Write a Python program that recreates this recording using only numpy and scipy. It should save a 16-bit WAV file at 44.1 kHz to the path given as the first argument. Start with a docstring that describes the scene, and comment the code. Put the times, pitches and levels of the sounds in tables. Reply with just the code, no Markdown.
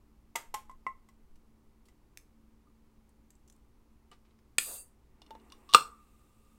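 """A small room with a faint hum; one microphone, close to a full aluminium drink can.
Fingernails flick the lid, ringing the can and wafting air at the microphone; small wet clicks follow.
At 4.6 s the seal cracks and gas hisses and whistles out through the slit. Teeth lever the tab, which
slips and creaks until, at 5.7 s, the lid tears open with a hollow pop of metal and headspace air.
Last, tiny bubbles burst in a quiet fizz inside the open can."""
import sys
import numpy as np
from scipy import signal
from scipy.fft import rfft
from scipy.io import wavfile
from scipy.ndimage import map_coordinates

SR = 44100
rng = np.random.default_rng(int(sys.argv[2]) if len(sys.argv) > 2 else 0)


def wav_record(signal):
    """Record a signal, one row per channel, as 16-bit PCM in the file named by sys.argv[1]."""
    frames = np.transpose(np.atleast_2d(signal))
    bounded = np.clip(frames, -1, 1)
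    # unit amplitude maps onto the largest positive 16-bit level
    quanta = np.round(bounded * 32767).astype(np.int16)
    wavfile.write(sys.argv[1], SR, quanta)


N = 290170
TIME = np.arange(N) / SR
AGE = TIME[:SR // 2]   # seconds into one short sound


def from_db(db):
    """Decibels to gain."""
    return 10 ** (np.asarray(db) / 20)


def rms_one(x):
    """Scale to unit rms."""
    return x / np.sqrt(np.mean(x ** 2) + 1e-20)


def at_hz(points, hz):
    """Read a table on a log-frequency axis."""
    freqs, values = np.transpose(points)
    return np.interp(np.log(np.maximum(hz, 1)), np.log(freqs), values)


def coloured(x, colour):
    """Shape a steady signal by rows of freq_hz, relative_db; rms 1."""
    hz = np.fft.rfftfreq(len(x), 1 / SR)
    return rms_one(np.fft.irfft(rfft(x) * from_db(at_hz(colour, hz)), len(x)))


def noise(colour, size=N):
    """Noise of a given colour, rms 1."""
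    return coloured(rng.standard_normal(size), colour)


def blown(resonances):
    """Turbulence in steep-sided resonances, each at its own rms level."""
    hz = np.fft.rfftfreq(N, 1 / SR)
    power = sum((from_db(db) * rms_one(1 / (1 + ((hz - centre) / width) ** 2))) ** 2
                for centre, width, db in resonances)
    return np.fft.irfft(rfft(rng.standard_normal(N)) * np.sqrt(power), N)


def ring(modes, spread_db=0):
    """Struck modes die away; spread_db varies their strengths from blow to blow."""
    out = np.zeros(len(AGE))
    for k, (hz, db, t60) in enumerate(modes):
        decay = from_db(db + spread_db * rng.standard_normal() - 60 * AGE / t60)
        out += (-1) ** k * decay * np.sin(2 * np.pi * hz * AGE)
    return out


def burst(colour, t60):
    """Decaying noise, like the crowded, quickly damped ringing of thin metal."""
    return noise(colour, size=len(AGE)) * from_db(-60 * AGE / t60)


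def swell(start_s, attack_s, hold_s=np.inf, t60=1, sag_db_per_s=0):
    """Gain that rises, holds while sagging, then dies away."""
    age = np.maximum(TIME - start_s, 0)
    released = np.maximum(age - attack_s - hold_s, 0)
    return np.minimum(age / attack_s, 1) * from_db(-sag_db_per_s * age - 60 * released / t60)


def radiate(x, low_hz):
    """A body as small as a can radiates little bass."""
    return signal.sosfilt(signal.butter(2, low_hz, "high", fs=SR, output="sos"), x + 1e-18)


def add(track, start_s, sound):
    """Mix a sound in at a time."""
    i = int(start_s * SR)
    track[i:i + len(sound)] += sound[:N - i]


# the quiet room at the microphone: freq_hz, relative_db
ROOM_TONE_COLOUR = [(15, -4), (28, 0.5), (40, -2.5), (60, 1), (90, -10.5), (140, -10.5), (270, -18),
                    (450, -26), (750, -30), (1200, -27), (1800, -38.5), (4000, -38), (9000, -41),
                    (15500, -42.5)]
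def room_tone():
    """A steady low rumble with a faint hiss above it."""
    return from_db(-65.5) * noise(ROOM_TONE_COLOUR)


# lines of the background hum: pitch_hz, width_hz, relative_db
HUM_LINES = [(59.3, 27, -74), (117, 6, -82), (222.5, 5, -72), (295, 5, -80.5), (362, 5, -86.5),
             (531, 5, -89.5)]
def hum():
    """A faint hum, as of a computer fan: steady tones with some flutter around each."""
    tones = sum(np.sqrt(2) * from_db(db) * np.sin(2 * np.pi * (hz * TIME + rng.random()))
                for hz, _, db in HUM_LINES)
    return from_db(-2) * tones + from_db(-5) * blown(HUM_LINES)


# air reaching the microphone: start_s, level_db
HAND_WAFTS = [(.42, -57), (.66, -53), (1.14, -54)]
def draught(still_air_db):
    """Each swing of the flicking hand sends a slow waft of air over the microphone."""
    wafts = sum(from_db(db) * swell(s, attack_s=.08, hold_s=0, t60=1) for s, db in HAND_WAFTS)
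    rumble = noise([(3, -17.5), (10, 2.5), (18, -0.5), (35, -18), (100, -55), (400, -100)])
    return (from_db(still_air_db) + wafts) * rumble


# reflections off near surfaces: delay_s, relative_db
NEAR_ECHOES = [(.0098, -17.5), (0.018, -20), (0.0263, -20.5), (0.036, -25.5), (0.0396, -22), (.049, -28.5),
               (.060, -27.5)]
# decay of the room's tail: freq_hz, t60_s
TAIL_DECAY = [(200, 0.4), (1200, 0.33), (3000, 0.2), (8000, 0.2471), (15000, 0.22)]
# the tail against the direct sound: freq_hz, relative_db
TAIL_LEVELS = [(200, -15.5), (550, -16), (1200, -15), (1900, -12.5), (2700, -15.5), (4200, -12),
               (6000, -10.5), (8500, -9), (15000, -6)]
def room(direct, onset_s):
    """The small room adds a few dull echoes and a diffuse tail whose bass lasts longest."""
    echoes = np.zeros(len(AGE))
    for s, db in NEAR_ECHOES:
        add(echoes, s, from_db([db]))
    response = signal.sosfilt(signal.butter(1, 1400, fs=SR, output="sos"), echoes)
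    fade_in = np.clip(AGE / onset_s - 1, 0, 1)
    edges_hz = np.geomspace(100, 16000, 12)
    for low, high in zip(edges_hz, edges_hz[1:]):
        hz = np.sqrt(low * high)
        bandpass = signal.butter(2, [low, high], "band", fs=SR, output="sos")
        band = signal.sosfilt(bandpass, rng.standard_normal(len(AGE)))
        tail = band * from_db(-60 * AGE / at_hz(TAIL_DECAY, hz)) * fade_in
        unity_gain = np.sqrt(2 * (high - low) / SR / len(AGE))
        response += from_db(at_hz(TAIL_LEVELS, hz)) * rms_one(tail) * unity_gain
    return direct + signal.fftconvolve(direct, response)[:N]


# the hand rubbing on the can: freq_hz, relative_db
GRIP_COLOUR = [(150, -29), (250, 0.5), (457, -2), (545, -15.5), (917, -8), (1570, -20.5), (2040, -17),
               (3000, -23.5), (3900, -51), (6600, -120)]
def grip():
    """The can rubs in the hand, most while the tab is levered."""
    levering = swell(start_s=5.08, attack_s=.27, hold_s=.3, t60=.5)
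    return (from_db(-75.5) + from_db(-69) * levering) * noise(GRIP_COLOUR)


# bursting bubbles: freq_hz, relative_db
FIZZ_COLOUR = [(1800, -13), (2200, -7), (2800, 0), (3100, -11), (3500, -3.5), (4600, -9.5), (6100, -10),
               (7200, -4.5), (8600, -1), (10200, -12), (11300, -3.5), (12000, -15.5), (14200, -6),
               (15600, -10.5)]
# resonances of the air above the drink: pitch_hz, width_hz, relative_db
HEADSPACE_MODES = [(1200, 51, -2), (2080, 290, -19), (2660, 96, -16.5)]
def drink(bubbles_per_s, size_spread_db):
    """Once vented, tiny bubbles burst and keep the headspace humming; opening stirs up a brief surge."""
    steady = swell(start_s=5.17, attack_s=.32)
    surge = swell(start_s=5.67, attack_s=.1, hold_s=0, t60=.89)
    fizz_gain = from_db(-78) * steady + from_db(-79) * surge
    hollow_gain = from_db(-78) * steady + from_db(-56) * surge
    sizes = from_db(size_spread_db * np.minimum(rng.exponential(1, N), 5))
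    signs = rng.choice([-1, 1], N)
    bursts = sizes * signs * (rng.random(N) < bubbles_per_s / SR)
    return fizz_gain * coloured(bursts, FIZZ_COLOUR) + hollow_gain * blown(HEADSPACE_MODES)


# small wet clicks near the microphone: start_s, level_db, centre_hz
FILM_SNAPS = [(3.092, -65, 8500), (3.305, -55.5, 7660), (3.353, -66, 7700), (3.477, -59.5, 7150),
              (3.483, -62, 6300), (3.499, -53.5, 6750), (3.525, -60.5, 7550), (3.563, -66, 8400),
              (4.115, -61.5, 7900)]
def wet_clicks(t60):
    """Thin films of liquid snap, each around one high pitch."""
    out = np.zeros(N)
    for s, db, hz in FILM_SNAPS:
        colour = [(hz / 8, -22), (hz / 1.2, -11), (hz, 0), (hz * 1.18, -13), (hz * 2, -20)]
        add(out, s, from_db(db) * burst(colour, t60))
    return out


# light contacts with the can: start_s, level_db, centre_hz, t60_s
HANDLING_TICKS = [(1.357, -68, 6050, .045), (1.855, -69, 8000, .12), (2.1736, -38.5, 6000, 0.0091),
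                  (4.1148, -59, 2400, .1), (4.12, -56.5, 900, 0.079), (4.131, -64, 2800, 0.079),
                  (4.25, -74, 2500, .19), (4.308, -73.5, 2670, .068), (4.389, -69, 2490, .045),
                  (5.2181, -55.5, 586, .036), (5.307, -46, 497, 0.033), (5.351, -52, 710, .04)]
def ticks():
    """Fingers and teeth tick and knock on the thin metal."""
    out = np.zeros(N)
    for s, db, hz, t60 in HANDLING_TICKS:
        colour = [(hz / 8, -24), (hz / 3.2, 0), (hz, 0), (hz * 2, -6), (hz * 8, -34)]
        add(out, s, from_db(db) * burst(colour, t60))
    return out


# flicks on the sealed can, close up: start_s, lid_hz, lid_db, shell_db, nail_db
FINGER_FLICKS = [(.3545, 924, -31.5, -37.5, -45), (.3573, 1215, -39, -30, -29),
                 (.5412, 851, -30.5, -41, -40.5), (0.5434, 1058, -31, -39, -36),
                 (.696, 1034, -42, -60.5, -64), (.713, 1047, -47.5, -65, -66),
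                 (.866, 1053, -26, -32.5, -57.5), (1.088, 1080, -60.5, -63.5, -63),
                 (1.885, 1044, -84, -66, -63.5)]
# the pressurised shell: pitch_hz, relative_db, t60_s
SHELL_MODES = [(500, -21, 0.043), (600, -24, 0.06), (843, -23.5, 0.15), (1313, -9.5, 0.06),
               (2000, -0.5, 0.074), (2173, -1, 0.024), (2700, -17, 0.045)]
# a nail rattling on the lid: freq_hz, relative_db
NAIL_COLOUR = [(100, -21), (250, -3), (500, -3), (1300, -2), (1700, -5.5), (2300, -6), (2900, 1),
               (4300, -7), (5400, -1.5), (8200, -1), (10200, -9), (11500, -7.5), (15500, -14)]
# the thin wall ringing on after a hard nail: freq_hz, relative_db
SHIMMER_COLOUR = [(200, -10), (500, 6), (1500, 6), (2800, 4), (5400, -8), (8000, -12), (15500, -24)]
def flicks(lid_t60):
    """A flick rings lid and shell; the nail rattles on top and leaves a shimmer."""
    out = np.zeros(N)
    for s, lid_hz, lid_db, shell_db, nail_db in FINGER_FLICKS:
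        body = ring([(lid_hz, lid_db, lid_t60)]) + from_db(shell_db) * ring(SHELL_MODES)
        shimmer = from_db(-17.5) * burst(SHIMMER_COLOUR, t60=.26)
        rattle = burst(NAIL_COLOUR, t60=.044)
        add(out, s, body + from_db(nail_db) * (rattle + shimmer))
    return radiate(out, low_hz=200)


# the tab on its rivet: pitch_hz, relative_db, t60_s
TAB_MODES = [(1157, -12.5, .07), (2870, -0.5, 0.034), (3580, -2.5, 0.046), (4100, -7.5, 0.028),
             (5620, -5.5, 0.021), (8850, -12.5, 0.019)]
# the tab scraping the lid: freq_hz, relative_db
SCRAPE_COLOUR = [(180, -64), (300, -34), (1170, -5.5), (2170, -25), (3580, -0.5), (5700, -9), (7820, -19),
                 (8500, -8.5), (10200, -21.5), (16000, -22)]
def slip(db, t60, bright_hz):
    """One slip rings the tab and scrapes the lid; a low bright_hz makes a soft, dull contact."""
    contact = signal.butter(1, bright_hz, fs=SR, output="sos")
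    metal = from_db(-3.5) * ring(TAB_MODES, spread_db=1.5) + burst(SCRAPE_COLOUR, t60)
    return from_db(db) * signal.sosfilt(contact, metal)


# single slips, the last as the lid gives: start_s, gain_db, bright_hz
SINGLE_SLIPS = [(5.2183, -52, 8900), (5.264, -55.5, 4500), (5.3077, -50, 4000), (5.351, -56.5, 2480),
                (5.398, -61, 2990), (5.501, -58, 3990), (5.5215, -46.5, 11950), (5.729, -40, 12000),
                (5.7369, -17.5, 13980)]
def tab(creak_slips, creak_start_s, creak_step_s):
    """The tab slips against the teeth; just before the lid gives, the slips run into a creak."""
    out = np.zeros(N)
    for s, db, bright_hz in SINGLE_SLIPS:
        add(out, s, slip(db, t60=.024, bright_hz=bright_hz))
    for k in range(creak_slips):
        s = creak_start_s + creak_step_s * (k + rng.normal(0, .15))
        add(out, s, slip(db=-52, t60=.042, bright_hz=6300))
    return out


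# notes of the bending lid: start_s, pitch_hz, level_db, t60_s
LID_FLEXES = [(2.671, 1200, -57.5, 0.034), (4.114, 1188, -53, 0.083), (4.114, 2937, -50, .04),
              (5.308, 888, -42, 0.17), (5.349, 896, -45, .089), (5.5242, 1090, -51, .061),
              (5.690, 1130, -45, .25)]
def lid_flexes(rise_s):
    """The lid flexes under fingers and teeth, ringing with a softened onset."""
    out = np.zeros(N)
    for s, hz, db, t60 in LID_FLEXES:
        add(out, s, ring([(hz, db, t60)]) * np.minimum(AGE / rise_s, 1))
    return out


# steps of the breaking seal: start_s, relative_db
SEAL_CRACKS = [(4.5832, -16.5), (4.5847, -17.5), (4.5863, -27)]
# the lid around the first slit: pitch_hz, relative_db, t60_s
SLIT_MODES = [(480, -17.5, .02), (1383, -14.5, 0.037), (1760, -8.5, .04), (2748, -5, .018),
              (3350, -4, 0.03), (3550, -8, .02), (4180, -4.5, 0.027), (4920, -2, 0.022), (6480, -0.5, 0.01),
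              (7950, 0, .028), (8360, -1, 0.021), (12520, -8.5, .012)]
# the metal snapping: freq_hz, relative_db
SNAP_COLOUR = [(120, -49.5), (200, -15.5), (950, -36.5), (2700, 1), (4860, -11), (5730, -20), (7140, -12.5),
               (7970, 4), (9580, -25), (12800, -20.5), (16000, -30)]
def seal():
    """The score line cracks in quick steps, each a snap that rings the lid."""
    out = np.zeros(N)
    for s, db in SEAL_CRACKS:
        lid = from_db(-7.5) * ring(SLIT_MODES, spread_db=2)
        snap = from_db(2) * burst(SNAP_COLOUR, t60=.0099)
        add(out, s, from_db(db) * (lid + snap))
    return out


# the gas jet, close up: freq_hz, relative_db
JET_COLOUR = [(710, -38), (1200, -7.5), (1850, -24.5), (2780, -13.5), (3030, -19.5), (3630, -8),
              (4410, -11), (4760, -5.5), (5240, -19.5), (6430, -8), (9270, 0), (10500, -9.5), (11600, -1.5),
              (15700, -14)]
# whistles of the slit: settled_pitch_hz, width_hz, relative_db
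SLIT_WHISTLES = [(2700, 63, -19.5), (4680, 55, -14.5), (6640, 170, -13.5), (7700, 88, -7.5), (8560, 89, -7),
                 (9220, 150, -5.5), (11100, 120, -12), (12670, 260, -17), (13300, 100, -17),
                 (14900, 440, -16.5)]
# liquid caught midway by the jet: freq_hz, relative_db
SPUTTER_COLOUR = [(120, -43.5), (200, -15), (286, -9), (318, -21), (353, -3.5), (606, -1), (2000, -17.5),
                  (2600, -46), (4400, -120)]
def gas(start_s, sharp_share, settle_s):
    """Gas vents through the slit, weakening as the pressure falls; the whistle outlasts the jet."""
    jet_gain = from_db(-42.5) * swell(start_s, attack_s=.02, hold_s=.16, t60=.16, sag_db_per_s=29)
    whistle_gain = from_db(-44) * swell(start_s, attack_s=.02, hold_s=.205, t60=.14, sag_db_per_s=29)
    sputter_gain = from_db(-55) * swell(start_s + .071, attack_s=.03, hold_s=.032, t60=.35)
    # the whistle starts sharp and settles as the gas expands and cools
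    age = np.maximum(TIME - start_s, 0)
    pitch_ratio = 1 + sharp_share * np.exp(-(age / settle_s) ** 2)
    whistle = map_coordinates(blown(SLIT_WHISTLES), [np.cumsum(pitch_ratio)], order=5, mode="wrap")
    return jet_gain * noise(JET_COLOUR) + whistle_gain * whistle + sputter_gain * noise(SPUTTER_COLOUR)


# the opened can: pitch_hz, relative_db, t60_s
OPEN_CAN_MODES = [(146, -32, 0.08), (254, -28.5, 0.042), (435, -18.5, 0.045), (505, -23.5, 0.041),
                  (948.5, -16.5, 0.054), (1090, -7.5, 0.013), (1215, 2.5, 0.032), (1318, -19.5, 0.15),
                  (1375, -24.5, 0.12), (2330, -19, 0.013), (2723, -4.5, .017), (2860, -15, .03),
                  (3520, -8.5, 0.019), (4225, -10, .017), (5110, -23, 0.027), (5630, -22, .03),
                  (6650, -25.5, .03), (7280, -24.5, .05), (8030, -13, 0.019)]
# the flap tearing: freq_hz, relative_db
TEAR_COLOUR = [(80, -16), (150, -6), (330, -2.5), (680, -12), (1300, 1), (1650, -15), (2500, 2.5),
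               (3100, -4.5), (4200, 0), (6200, -14), (8200, -3.5), (10000, -11.5), (15500, -13)]
def pop(start_s, rise_s):
    """The flap tears in within a millisecond, rattles, and sets lid and headspace ringing."""
    out = np.zeros(N)
    give = np.minimum(AGE / rise_s, 1)
    rip = from_db(-12.5) * burst(TEAR_COLOUR, t60=.02)
    rattle = from_db(-27.5) * burst(TEAR_COLOUR, t60=.09)
    body = from_db(-.25) * ring(OPEN_CAN_MODES)
    add(out, start_s, give * (body + rip + rattle))
    return radiate(out, low_hz=125)


def scene():
    """The can close to one microphone in the small room, over draught, room tone and hum."""
    can = flicks(lid_t60=.097) + ticks() + grip() + wet_clicks(t60=.02)
    can += tab(creak_slips=4, creak_start_s=5.688, creak_step_s=.01) + lid_flexes(rise_s=.0032)
    can += seal() + gas(start_s=4.584, sharp_share=.08, settle_s=.07)
    can += pop(start_s=5.7462, rise_s=.0009) + drink(bubbles_per_s=16000, size_spread_db=2.8)
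    return (room(can, onset_s=.0017) + draught(still_air_db=-69) + room_tone() + hum())[None]


def record(dry):
    """The loudest peaks overload, and the treble is cut above 15.8 kHz."""
    lowpass = signal.ellip(10, .1, 70, 15800, fs=SR, output="sos")
    return signal.sosfilt(lowpass, np.clip(dry, -1, 1))


dry = scene()
out = record(dry)
wav_record(out)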